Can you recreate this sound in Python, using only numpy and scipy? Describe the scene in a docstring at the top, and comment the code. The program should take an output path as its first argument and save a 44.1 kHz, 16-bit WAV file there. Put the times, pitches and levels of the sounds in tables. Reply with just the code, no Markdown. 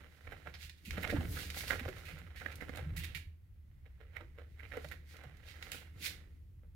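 """Squirrel on a cloth curtain

A squirrel scrambles up a curtain in a small wooden room: threads slip, claws rake and snag, folds swish.
Nearer, on the case of a handheld device with two microphone ports, fingers rub, creak, drag and bump.
Cloth and skin are random stick-slip clicks, shaped and filtered; bumps are decaying sines; drags are
noise on a falling resonance. Beneath lie a low drone that swells and sinks and a faint steady hiss,
both filtered noise.
"""
import sys
import numpy as np
from scipy import signal
from scipy.fft import rfft, irfft
from scipy.io import wavfile
from scipy.ndimage import uniform_filter1d

SR = 44100
rng = np.random.default_rng(int(sys.argv[2]) if len(sys.argv) > 2 else 0)


def persist_wave(psi):
    """Save psi, clipped to +-1, as 16-bit WAV."""
    counts = np.round(np.clip(psi, -1, 1) * 32767).astype(np.int16)
    wavfile.write(sys.argv[1], SR, np.atleast_2d(counts).T)


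N = 297675
TIME_S = np.arange(N) / SR

# All levels are relative: each source adds its own gain.
# Low drone that swells and sinks: t/s, level/dB
DRONE_CURVE = [(0, -57), (.18, -67.5), (.27, -51), (.42, -59), (.66, -53), (.81, -67), (.93, -41),
               (1.03, -48), (1.3, -43.5), (1.6, -51), (1.8, -46.5), (2.0, -53.5), (2.7, -52.5),
               (2.93, -40.5), (3.36, -57.5), (4.95, -52), (5.12, -57), (6.75, -54.5)]
# Force of the hand on the case, heard as rumble: t/s, level/dB
FORCE_CURVE = [(0, -62), (.18, -71), (.38, -64), (.78, -70), (.92, -52), (1.25, -41.5), (1.55, -57.5),
               (1.9, -61), (2.2, -60.5), (2.35, -66.5), (2.65, -54.5), (3.15, -59), (3.4, -77.5),
               (4.4, -71), (4.87, -64.5), (5.45, -69.5), (5.9, -65), (6.02, -54.5), (6.35, -66.5),
               (6.75, -74)]
# Fingers sliding on the case: t/s, level/dB
SLIDE_CURVE = [(0, -67.5), (.1, -76.5), (.35, -72), (.52, -72), (.75, -90.5), (1.15, -66), (1.5, -67.5),
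               (2.1, -64.5), (2.33, -74), (2.6, -69.5), (3.14, -73), (3.3, -100), (5.06, -88),
               (5.17, -65.5), (5.42, -76), (5.75, -61), (5.92, -81.5), (6.12, -67), (6.45, -104)]
# Cloth sliding under the animal: t/s, level/dB
RUSTLE_CURVE = [(0, -71.5), (.8, -69.5), (1.03, -57), (1.5, -68.5), (1.58, -47), (1.84, -62.5),
                (2.03, -63.5), (2.2, -80), (2.65, -72), (3.1, -102), (3.3, -95), (4.45, -83), (4.88, -60.5),
                (5.03, -91), (5.5, -76), (5.68, -57), (5.85, -82), (6.3, -84), (6.75, -100)]

# Dull bumps of the hand: t/s, level/dB, f/Hz, t60/s
HAND_BUMPS = [(0.468, -47, 160, .09), (0.875, -35.5, 207, 0.078), (0.975, -24, 198, 0.047),
              (1.121, -28, 290, 0.099), (1.145, -15, 88, 0.037), (1.182, -12.5, 95, 0.035),
              (1.287, -23, 93, 0.061), (1.451, -49.5, 181.5, 0.26), (1.811, -28, 243, 0.044),
              (1.863, -21.5, 89.5, 0.051), (1.88, -38.5, 374.6, .16), (2.129, -40, 150, 0.14),
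              (2.211, -48, 169, 0.13), (2.824, -26, 121, 0.053), (2.862, -32, 153, 0.16),
              (2.924, -21.5, 89, 0.08), (2.975, -35, 156, .1), (3.149, -43, 152, .14),
              (3.268, -32, 88.5, 0.077), (4.211, -50, 331, 0.095), (4.848, -44, 152, 0.17),
              (5.254, -42, 134, 0.14), (5.961, -38, 91, 0.12)]
# Fingers dragging to a stop: t/s, level/dB, t60/s, first f/Hz, final f/Hz, glide time constant/s
FINGER_DRAGS = [(1.06, -49, .45, 901, 311, 0.041), (1.123, -34, 0.43, 315.3, 163, 0.088),
                (4.149, -62, 0.62, 2412, 328, .045)]
# Fingers creaking on the case: t/s, level/dB, t60/s, brightness/(dB/octave), creak centre f/Hz
FINGER_CREAKS = [(0.269, -51, .04, -1.5, 2130), (0.31, -52, 0.18, 3.5, 2000), (.321, -42, 0.053, -2.5, 730),
                 (0.461, -51, 0.064, -4, 734), (0.471, -40, 0.014, -2.5, 1410),
                 (0.93, -46, 0.15, 4.5, 2860), (0.979, -33, 0.026, -1, 406), (1.028, -43, 0.054, 6.5, 2180),
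                 (1.043, -31.5, 0.028, 0.5, 2150), (1.096, -36.5, 0.043, -2.5, 1950),
                 (1.123, -48, 0.09, -8, 600), (1.162, -38, 0.07, -1.5, 900), (1.205, -41.5, 0.12, 0, 720),
                 (1.369, -42, 0.1, 0, 1490), (1.566, -42.5, 0.038, -1.5, 760), (1.605, -56, 0.022, 3, 2420),
                 (1.634, -45, 0.029, -1, 2130), (1.702, -31, 0.026, -0.5, 1860),
                 (1.715, -33, 0.042, 0.5, 716), (1.731, -33.5, 0.014, -4.5, 1700),
                 (1.792, -42, 0.072, 4, 2080), (1.854, -41.5, 0.021, -.5, 590),
                 (1.88, -38.5, 0.057, -1.5, 556), (2.411, -49, 0.21, -2, 1570),
                 (2.4592, -36, 0.022, -1, 1870), (2.606, -48, .05, 0.5, 2070),
                 (2.618, -45.5, 0.065, -4, 2040), (2.6934, -42, 0.0086, -6, 2010),
                 (2.749, -42.5, 0.04, 1.5, 780), (2.772, -41, 0.019, 0, 600), (2.791, -39, 0.028, -1, 760),
                 (3.8609, -58, 0.017, -1.5, 2100), (4.001, -60, 0.36, -0.5, 454),
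                 (4.163, -45.5, 0.11, 1, 2040), (4.207, -49, 0.077, -2.5, 900),
                 (4.377, -55.5, 0.34, -0.5, 480), (4.592, -53.5, 0.17, 1.5, 2040),
                 (4.631, -48.5, 0.14, .5, 2320), (4.715, -51.5, 0.098, -0.5, 1970),
                 (4.736, -41.5, 0.18, -0.5, 506), (4.769, -44, 0.12, -3, 470),
                 (4.845, -43.5, 0.038, -1, 593), (4.914, -42, 0.044, 5, 1760),
                 (5.138, -63, 0.14, -4.5, 1330), (5.235, -56.5, 0.086, -1.5, 784),
                 (5.43, -57, .06, 0, 2430), (5.557, -56.5, 0.12, 1, 1820), (6.631, -73.5, 0.18, -4, 480)]
# Folds sweeping over each other: t of the peak/s, level/dB, width scale/s, brightness/(dB/octave)
FOLD_SWISHES = [(0.6328, -42, 0.04, -1), (1.3332, -58.5, 0.06, 8.5), (1.4095, -39, 0.087, 0.0),
                (1.5877, -40, 0.042, 3), (1.6969, -37.5, 0.036, 1), (5.116, -52.5, 0.048, -0.5),
                (5.4978, -46, 0.048, -2.5), (6.06, -30.5, 0.039, 0)]
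# Claws raking through the weave: t/s, level/dB, t60/s, brightness/(dB/octave), rasp centre f/Hz
CLAW_RAKES = [(0.5382, -37.5, 0.035, -8, 4860), (0.849, -46.5, 0.32, -0.5, 2600),
              (1.0975, -31, 0.018, -5, 1850), (2.0504, -43.5, 0.55, -3.5, 2300),
              (2.358, -42.5, 0.58, -4.5, 1830), (2.513, -43.5, 0.029, -4, 2400),
              (2.606, -46, 0.069, -3, 2030), (2.9623, -38, 0.17, 0, 1840), (2.9946, -42, 0.62, -6.5, 3370),
              (3.035, -35, 0.021, -2, 1900), (3.146, -35, 0.12, -3, 2310), (4.9132, -47, 0.15, -5.5, 1840),
              (5.7163, -40.5, 0.28, -0.5, 2620)]
# Threads snapping off a claw: t/s, level/dB, brightness/(dB/octave)
THREAD_SNAGS = [(.6955, -36, -3.5), (.908, -31.5, -4), (1.0762, -35, -2.5), (1.502, -29, -2.5),
                (1.545, -32.5, -9.5), (1.607, -27, -6), (1.68, -31.5, -2.5), (1.745, -53, 5.5),
                (1.8876, -48, 2.5), (1.983, -50, 0), (2.1864, -51, 1.5), (2.5562, -50, 4.5),
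                (2.6926, -41.5, -3.5), (2.7584, -44, 1), (2.7713, -45, 2.5), (4.769, -52, 3),
                (4.8445, -44.5, -1), (4.887, -49, 1), (5.1672, -43.5, -2.5), (5.237, -51.5, -0.5),
                (5.37, -54.5, -0.5), (5.6259, -31, -5), (5.7175, -29.5, -0.5)]

# Spectrum of the drone: f/Hz, relative density/dB
DRONE_SPECTRUM = [(20, -34.5), (35, -12), (52, -15), (66, -10), (76, 0), (86, -9), (105, -16.5),
                  (200, -35.5), (500, -86)]
# Spectrum of the faint steady hiss: f/Hz, relative density/dB
HISS_SPECTRUM = [(150, 13.5), (400, -7), (900, -11.5), (1700, -14), (2060, -28.5), (2400, -12.5),
                 (4000, -20), (6000, -23), (9500, -23.5), (11500, -18), (16000, -18)]
# Spectrum of the flexing case: f/Hz, relative density/dB
FLEX_SPECTRUM = [(20, -27.5), (38, -11), (55, -13.5), (75, 0), (110, -8), (160, 1), (205, -11), (250, -7),
                 (300, -7), (450, -15.5), (900, -40.5)]
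# Spectrum of skin on the case: f/Hz, relative density/dB
CASE_SPECTRUM = [(130, -6), (230, 1), (470, 4.5), (670, -0.5), (830, -6.5), (1020, -4), (1550, -1),
                 (2000, -4.5), (2500, -4), (3000, -7), (5000, -21), (9500, -32), (12700, -23),
                 (15800, -32.5)]
# Spectrum of the cloth: f/Hz, relative density/dB
CLOTH_SPECTRUM = [(530, -29.5), (900, -21), (1150, -19), (1400, -11.5), (1900, -1), (2700, -1), (3200, -1),
                  (3800, 0), (4800, -1.5), (5500, -5.5), (7100, -7.5), (8700, -10), (12400, -8),
                  (15800, -12)]
# Left minus right, skin on the case: f/Hz, level/dB
CASE_LEFT_MINUS_RIGHT = [(100, -19), (450, -3), (700, -6.5), (1000, -12.5), (1700, -14), (2400, -12.5),
                         (4400, -2.5), (8000, 7), (15000, -12)]
# Left minus right, cloth: f/Hz, level/dB
CLOTH_LEFT_MINUS_RIGHT = [(400, -27), (1200, -16.5), (2400, -11.5), (3700, -11), (4800, -2.5), (7000, -8.5),
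                          (8500, 4.5), (11000, -3.5), (15000, 2.5)]
# Decay of the room: f/Hz, t60/s
ROOM_DECAY = [(300, 0.45), (2000, 0.32), (7000, 0.27), (15000, 0.25)]
# Low after-ring of a bump: f/Hz, t60/s
BOOM_DECAY = [(80, 0.61), (170, 0.55), (400, 0.36)]

DRONE_STEADY = 0.71  # exponent: 0 leaves the drone's random beating, 1 evens it out
BOOM_DB = -7.5  # after-ring gain
RUB_FLEX_DB = 2  # rubbing's share of the case flexing, against the hand's force
RUB_DB = -20.5  # peak of the rubbing swell, against its creak's table level
RUB_RISE_S, RUB_FALL_S = 0.018, 0.036  # exponential time constants of the swell
DRAG_WIDTH, DRAG_RISE_S = 0.6, 0.0013  # random wobble knots per cycle; linear onset
BREAK_DB = 15  # click as a finger breaks loose, before the creak's filter and gain
RUB_HISS_DB, RUB_HISS_HZ, RUB_HISS_Q = -24, 1983, 6
RUB_HISS_GROWTH = 0.64  # dB of hiss per dB of rubbing
EDGE_HZ = 15900


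def amp(db):
    """Decibels to amplitude gain."""
    return 10 ** (np.asarray(db) / 20)


def evened(x):
    """Scales to unit rms."""
    return x / np.sqrt(np.mean(x ** 2) + 1e-20)


def read(points, hz):
    """Interpolates a table on a logarithmic frequency axis."""
    table_hz, value = np.transpose(points)
    return np.interp(np.log(hz + 1), np.log(table_hz + 1), value)


def follow(curve):
    """Turns a dB curve into a gain per sample."""
    return amp(np.interp(TIME_S, *np.transpose(curve)))


def add(mix, start_s, sound):
    """Mixes a sound in from a start time."""
    part = mix[..., max(round(start_s * SR), 0):][..., :sound.shape[-1]]
    part += sound[..., :part.shape[-1]]


def high_pass(x, edge_hz):
    """First-order high-pass."""
    return signal.sosfilt(signal.butter(1, edge_hz, "high", fs=SR, output="sos"), x)


def port_gains(left_minus_right_db):
    """Left and right gains with the given ratio and a mean of one."""
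    lean = amp(left_minus_right_db)
    return np.array([lean, np.ones_like(lean)]) * 2 / (1 + lean)


def colour(x, spectrum, left_minus_right=None, size=4096):
    """Minimum-phase filter, normalised in energy before any split between the ports."""
    hz = abs(np.fft.fftfreq(size, 1 / SR))
    gain = evened(amp(read(spectrum, hz)))[None]
    if left_minus_right is not None:
        gain = gain * port_gains(read(left_minus_right, hz))
    minimum_phase = np.exp(np.conj(signal.hilbert(np.log(gain))))
    response = np.fft.ifft(minimum_phase).real[:, :size // 2]
    return signal.oaconvolve(np.atleast_2d(x), response, axes=1)[:, :N]


def tilted(x, db_per_octave, centre_hz=2000, peak_db=0, octaves=0.45):
    """Tilts a burst's spectrum about 2 kHz and lifts a band where the contact rings."""
    count = x.shape[-1]
    hz = np.clip(np.fft.rfftfreq(2 * count, 1 / SR), 200, 12000)
    slope_db = db_per_octave * np.log2(hz / 2000)
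    lift_db = peak_db * np.exp(-0.5 * (np.log2(hz / centre_hz) / octaves) ** 2)
    return irfft(rfft(x, 2 * count) * amp(slope_db + lift_db))[..., :count]


def noise_pair(same, count=N):
    """White noise at two ports, sharing the fraction `same` of its power."""
    shared = rng.standard_normal(count)
    own = rng.standard_normal((2, count))
    return np.sqrt(same) * shared + np.sqrt(1 - same) * own


def slips(count, per_s, spread_db, same=0.28):
    """Stick-slip clicks at random times and of uneven size, partly shared by the ports; unit rms."""
    sizes = amp(spread_db * np.minimum(rng.exponential(1, count), 4))
    happens = rng.random(count) < per_s / SR
    return evened(sizes * happens * noise_pair(same, count))


def clumps(per_s, depth_db):
    """Randomly wandering gain, as contact tightens and loosens."""
    knots = rng.standard_normal(N // 20)
    return evened(amp(depth_db * np.interp(TIME_S * per_s, np.arange(len(knots)), knots)))


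def stroke(t60_s, rise_s, hold_s):
    """Stroke envelope: linear rise, with an exponential decay that starts after the hold."""
    t = TIME_S[:SR // 4]
    fall_db = 60 * np.maximum(t - hold_s, 0) / t60_s
    return amp(-fall_db) * np.minimum(t / rise_s, 1)


def scatter(x, decay, low_hz):
    """Sparse random echoes, different at each port, each band decaying at its own rate."""
    shape = (2, SR // 2)
    taps = rng.choice([-1., 1.], shape) * (rng.random(shape) < 1 / 4)
    hz, t, bands = signal.stft(taps, SR, nperseg=128)
    fade = amp(-60 * t / read(decay, hz)[:, None])
    tail = high_pass(signal.istft(bands * fade, SR)[1], low_hz)
    tail = tail / np.linalg.norm(tail, axis=1, keepdims=True)
    return signal.fftconvolve(np.atleast_2d(x), tail, axes=1)[:, :N]


def narrow_bass(x, edge_hz):
    """Long waves reach both ports alike: the port difference is high-passed."""
    mid = x.mean(0)
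    return mid + high_pass(x - mid, edge_hz)


def drone_and_hiss():
    """Low noise band that swells and sinks, its beating partly evened, over a faint steady hiss."""
    drone = colour(noise_pair(same=0.97), DRONE_SPECTRUM, size=16384)
    beating = np.sqrt(uniform_filter1d((drone ** 2).mean(0), size=4000) + 1e-9)
    steadied = evened(drone / beating ** DRONE_STEADY)
    drone = follow(DRONE_CURVE) * steadied * amp([[0.5], [1.5]])
    return drone + amp(-70.5) * colour(noise_pair(same=0.1), HISS_SPECTRUM)


def rubbing():
    """Strength of skin friction: slow sliding plus a swell around every creak, summed as power."""
    power = follow(SLIDE_CURVE) ** 2
    t = TIME_S[:SR // 2] - TIME_S[SR // 8]
    swell = np.exp(np.minimum(t / RUB_RISE_S, -t / RUB_FALL_S))
    for creak_s, db, *_ in FINGER_CREAKS:
        add(power, creak_s + t[0], (amp(db + RUB_DB) * swell) ** 2)
    return np.sqrt(power)


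def hand(rub):
    """Bumps ring as decaying sines and boom on; grip and rubbing flex the case into rumble."""
    thuds, t = np.zeros(N), TIME_S[:SR // 4]
    for start_s, db, hz, t60_s in HAND_BUMPS:
        ring = amp(db - 60 * t / t60_s) * np.sin(2 * np.pi * hz * t)
        soft_onset = 1 - np.exp(-t / 0.0084)
        add(thuds, start_s, amp(1.0) * ring * soft_onset)
    boom = amp(BOOM_DB) * narrow_bass(scatter(thuds, BOOM_DECAY, low_hz=130), edge_hz=570)
    flexing = np.hypot(follow(FORCE_CURVE), amp(RUB_FLEX_DB) * rub)
    rumble = amp(-3.5) * flexing * colour(noise_pair(same=0.64), FLEX_SPECTRUM)
    return (thuds + boom + rumble) * amp([[-0.7], [0.7]])


def drags():
    """Rough slips excite a resonance that sinks as the finger slows."""
    out, t = np.zeros((2, N)), TIME_S[:SR // 2]
    for start_s, db, t60_s, first_hz, last_hz, glide_s in FINGER_DRAGS:
        hz = last_hz * (first_hz / last_hz) ** np.exp(-t / glide_s)
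        cycles = np.cumsum(hz) / SR
        knots = rng.standard_normal((2, 1000))
        # random amplitude and phase widen the resonance
        wobble = np.interp(cycles * DRAG_WIDTH, np.arange(knots.shape[1]), knots[0] + 1j * knots[1])
        tone = (wobble * np.exp(2j * np.pi * cycles)).real
        fade = amp(db - 60 * t / t60_s) * np.minimum(t / DRAG_RISE_S, 1)
        add(out, start_s, fade * tone * port_gains(read(CASE_LEFT_MINUS_RIGHT, hz)))
    return out


def fingers(rub):
    """Skin sticks and slips on a case that rings briefly; a narrow hiss follows the rubbing."""
    skin = amp(6.5) * rub * slips(N, per_s=1500, spread_db=2.0) * clumps(per_s=95, depth_db=3.5)
    for start_s, db, t60_s, bright, hz in FINGER_CREAKS:
        envelope = stroke(t60_s, rise_s=0.0047, hold_s=0.0043)
        creak = envelope * slips(len(envelope), per_s=3500, spread_db=5.0)
        creak[:, SR // 1000] += amp(BREAK_DB)
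        ring_db = 9.0 + 0.9 * np.log2(hz / 1500)  # the palm damps low creaks more than high ones
        add(skin, start_s, amp(db - 4.5) * tilted(creak, bright, hz, ring_db, octaves=0.25))
    skin = narrow_bass(skin, edge_hz=1840)

    case_decay = [(400, 0.037), (2000, 0.0097), (10000, 0.0037)]  # f/Hz, t60/s
    ringing = amp(-2.0) * skin + amp(-4.5) * scatter(skin, case_decay, low_hz=660)

    band = signal.lfilter(*signal.iirpeak(RUB_HISS_HZ, RUB_HISS_Q, SR), noise_pair(same=0.071))
    smooth_rub = np.abs(uniform_filter1d(rub, size=SR // 5))
    hiss = amp(RUB_HISS_DB) * smooth_rub ** RUB_HISS_GROWTH * evened(band) * amp([[-9], [2.5]])

    in_room = ringing + amp(-10.5) * scatter(skin, ROOM_DECAY, low_hz=304)
    return colour(in_room, CASE_SPECTRUM, CASE_LEFT_MINUS_RIGHT) + hiss


def rustle():
    """Threads slip in clumps as cloth slides under the animal."""
    return follow(RUSTLE_CURVE) * slips(N, per_s=15000, spread_db=2.5) * clumps(per_s=42, depth_db=3.0)


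def add_swishes(weave):
    """Folds sweep over each other: dense slips under a symmetric swell."""
    t = TIME_S[:SR // 2]
    for peak_s, db, width_s, bright in FOLD_SWISHES:
        swell = 1 / np.cosh((t - t.mean()) / width_s * 2.01)
        swish = swell * slips(len(t), per_s=20000, spread_db=4.0)
        add(weave, peak_s - t.mean(), amp(db - 6.0) * tilted(swish, bright))


def add_rakes(weave):
    """Claws pull thread after thread: a stroke of slips with a rasping band."""
    for start_s, db, t60_s, bright, hz in CLAW_RAKES:
        envelope = stroke(t60_s, rise_s=0.0022, hold_s=0.017)
        pull = envelope * slips(len(envelope), per_s=6000, spread_db=-7.5)
        pull = tilted(pull, 0, centre_hz=11600, peak_db=5, octaves=0.46)  # sharp claw tips add fizz
        add(weave, start_s, amp(db - 7.5) * tilted(pull, bright, hz, peak_db=7, octaves=0.28))


def add_snags(weave):
    """Single threads snap off a claw: dense slips that die within milliseconds."""
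    t = TIME_S[:SR // 2]
    for start_s, db, bright in THREAD_SNAGS:
        snap = np.exp(-t / 0.0039) * slips(len(t), per_s=24000, spread_db=3.5)
        add(weave, start_s, amp(db - 2.5) * tilted(snap, bright))


def curtain():
    """All contact with the weave, direct and echoed by the room, in the cloth's colour."""
    weave = rustle()
    add_swishes(weave)
    add_rakes(weave)
    add_snags(weave)
    in_room = amp(-3.0) * weave + amp(-7.5) * scatter(weave, ROOM_DECAY, low_hz=300)
    return colour(in_room, CLOTH_SPECTRUM, CLOTH_LEFT_MINUS_RIGHT)


def scene():
    """Sums curtain, fingers, hand, drone and hiss; one rubbing curve drives fingers and hand."""
    rub = rubbing()
    return curtain() + fingers(rub) + drags() + hand(rub) + drone_and_hiss()


def record(dry):
    """Band limit of the device: linear-phase low-pass."""
    low_pass = signal.firwin(511, EDGE_HZ, window=("kaiser", 9), fs=SR)
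    return signal.oaconvolve(dry, low_pass[None], "same")


dry = scene()
out = record(dry)
persist_wave(out)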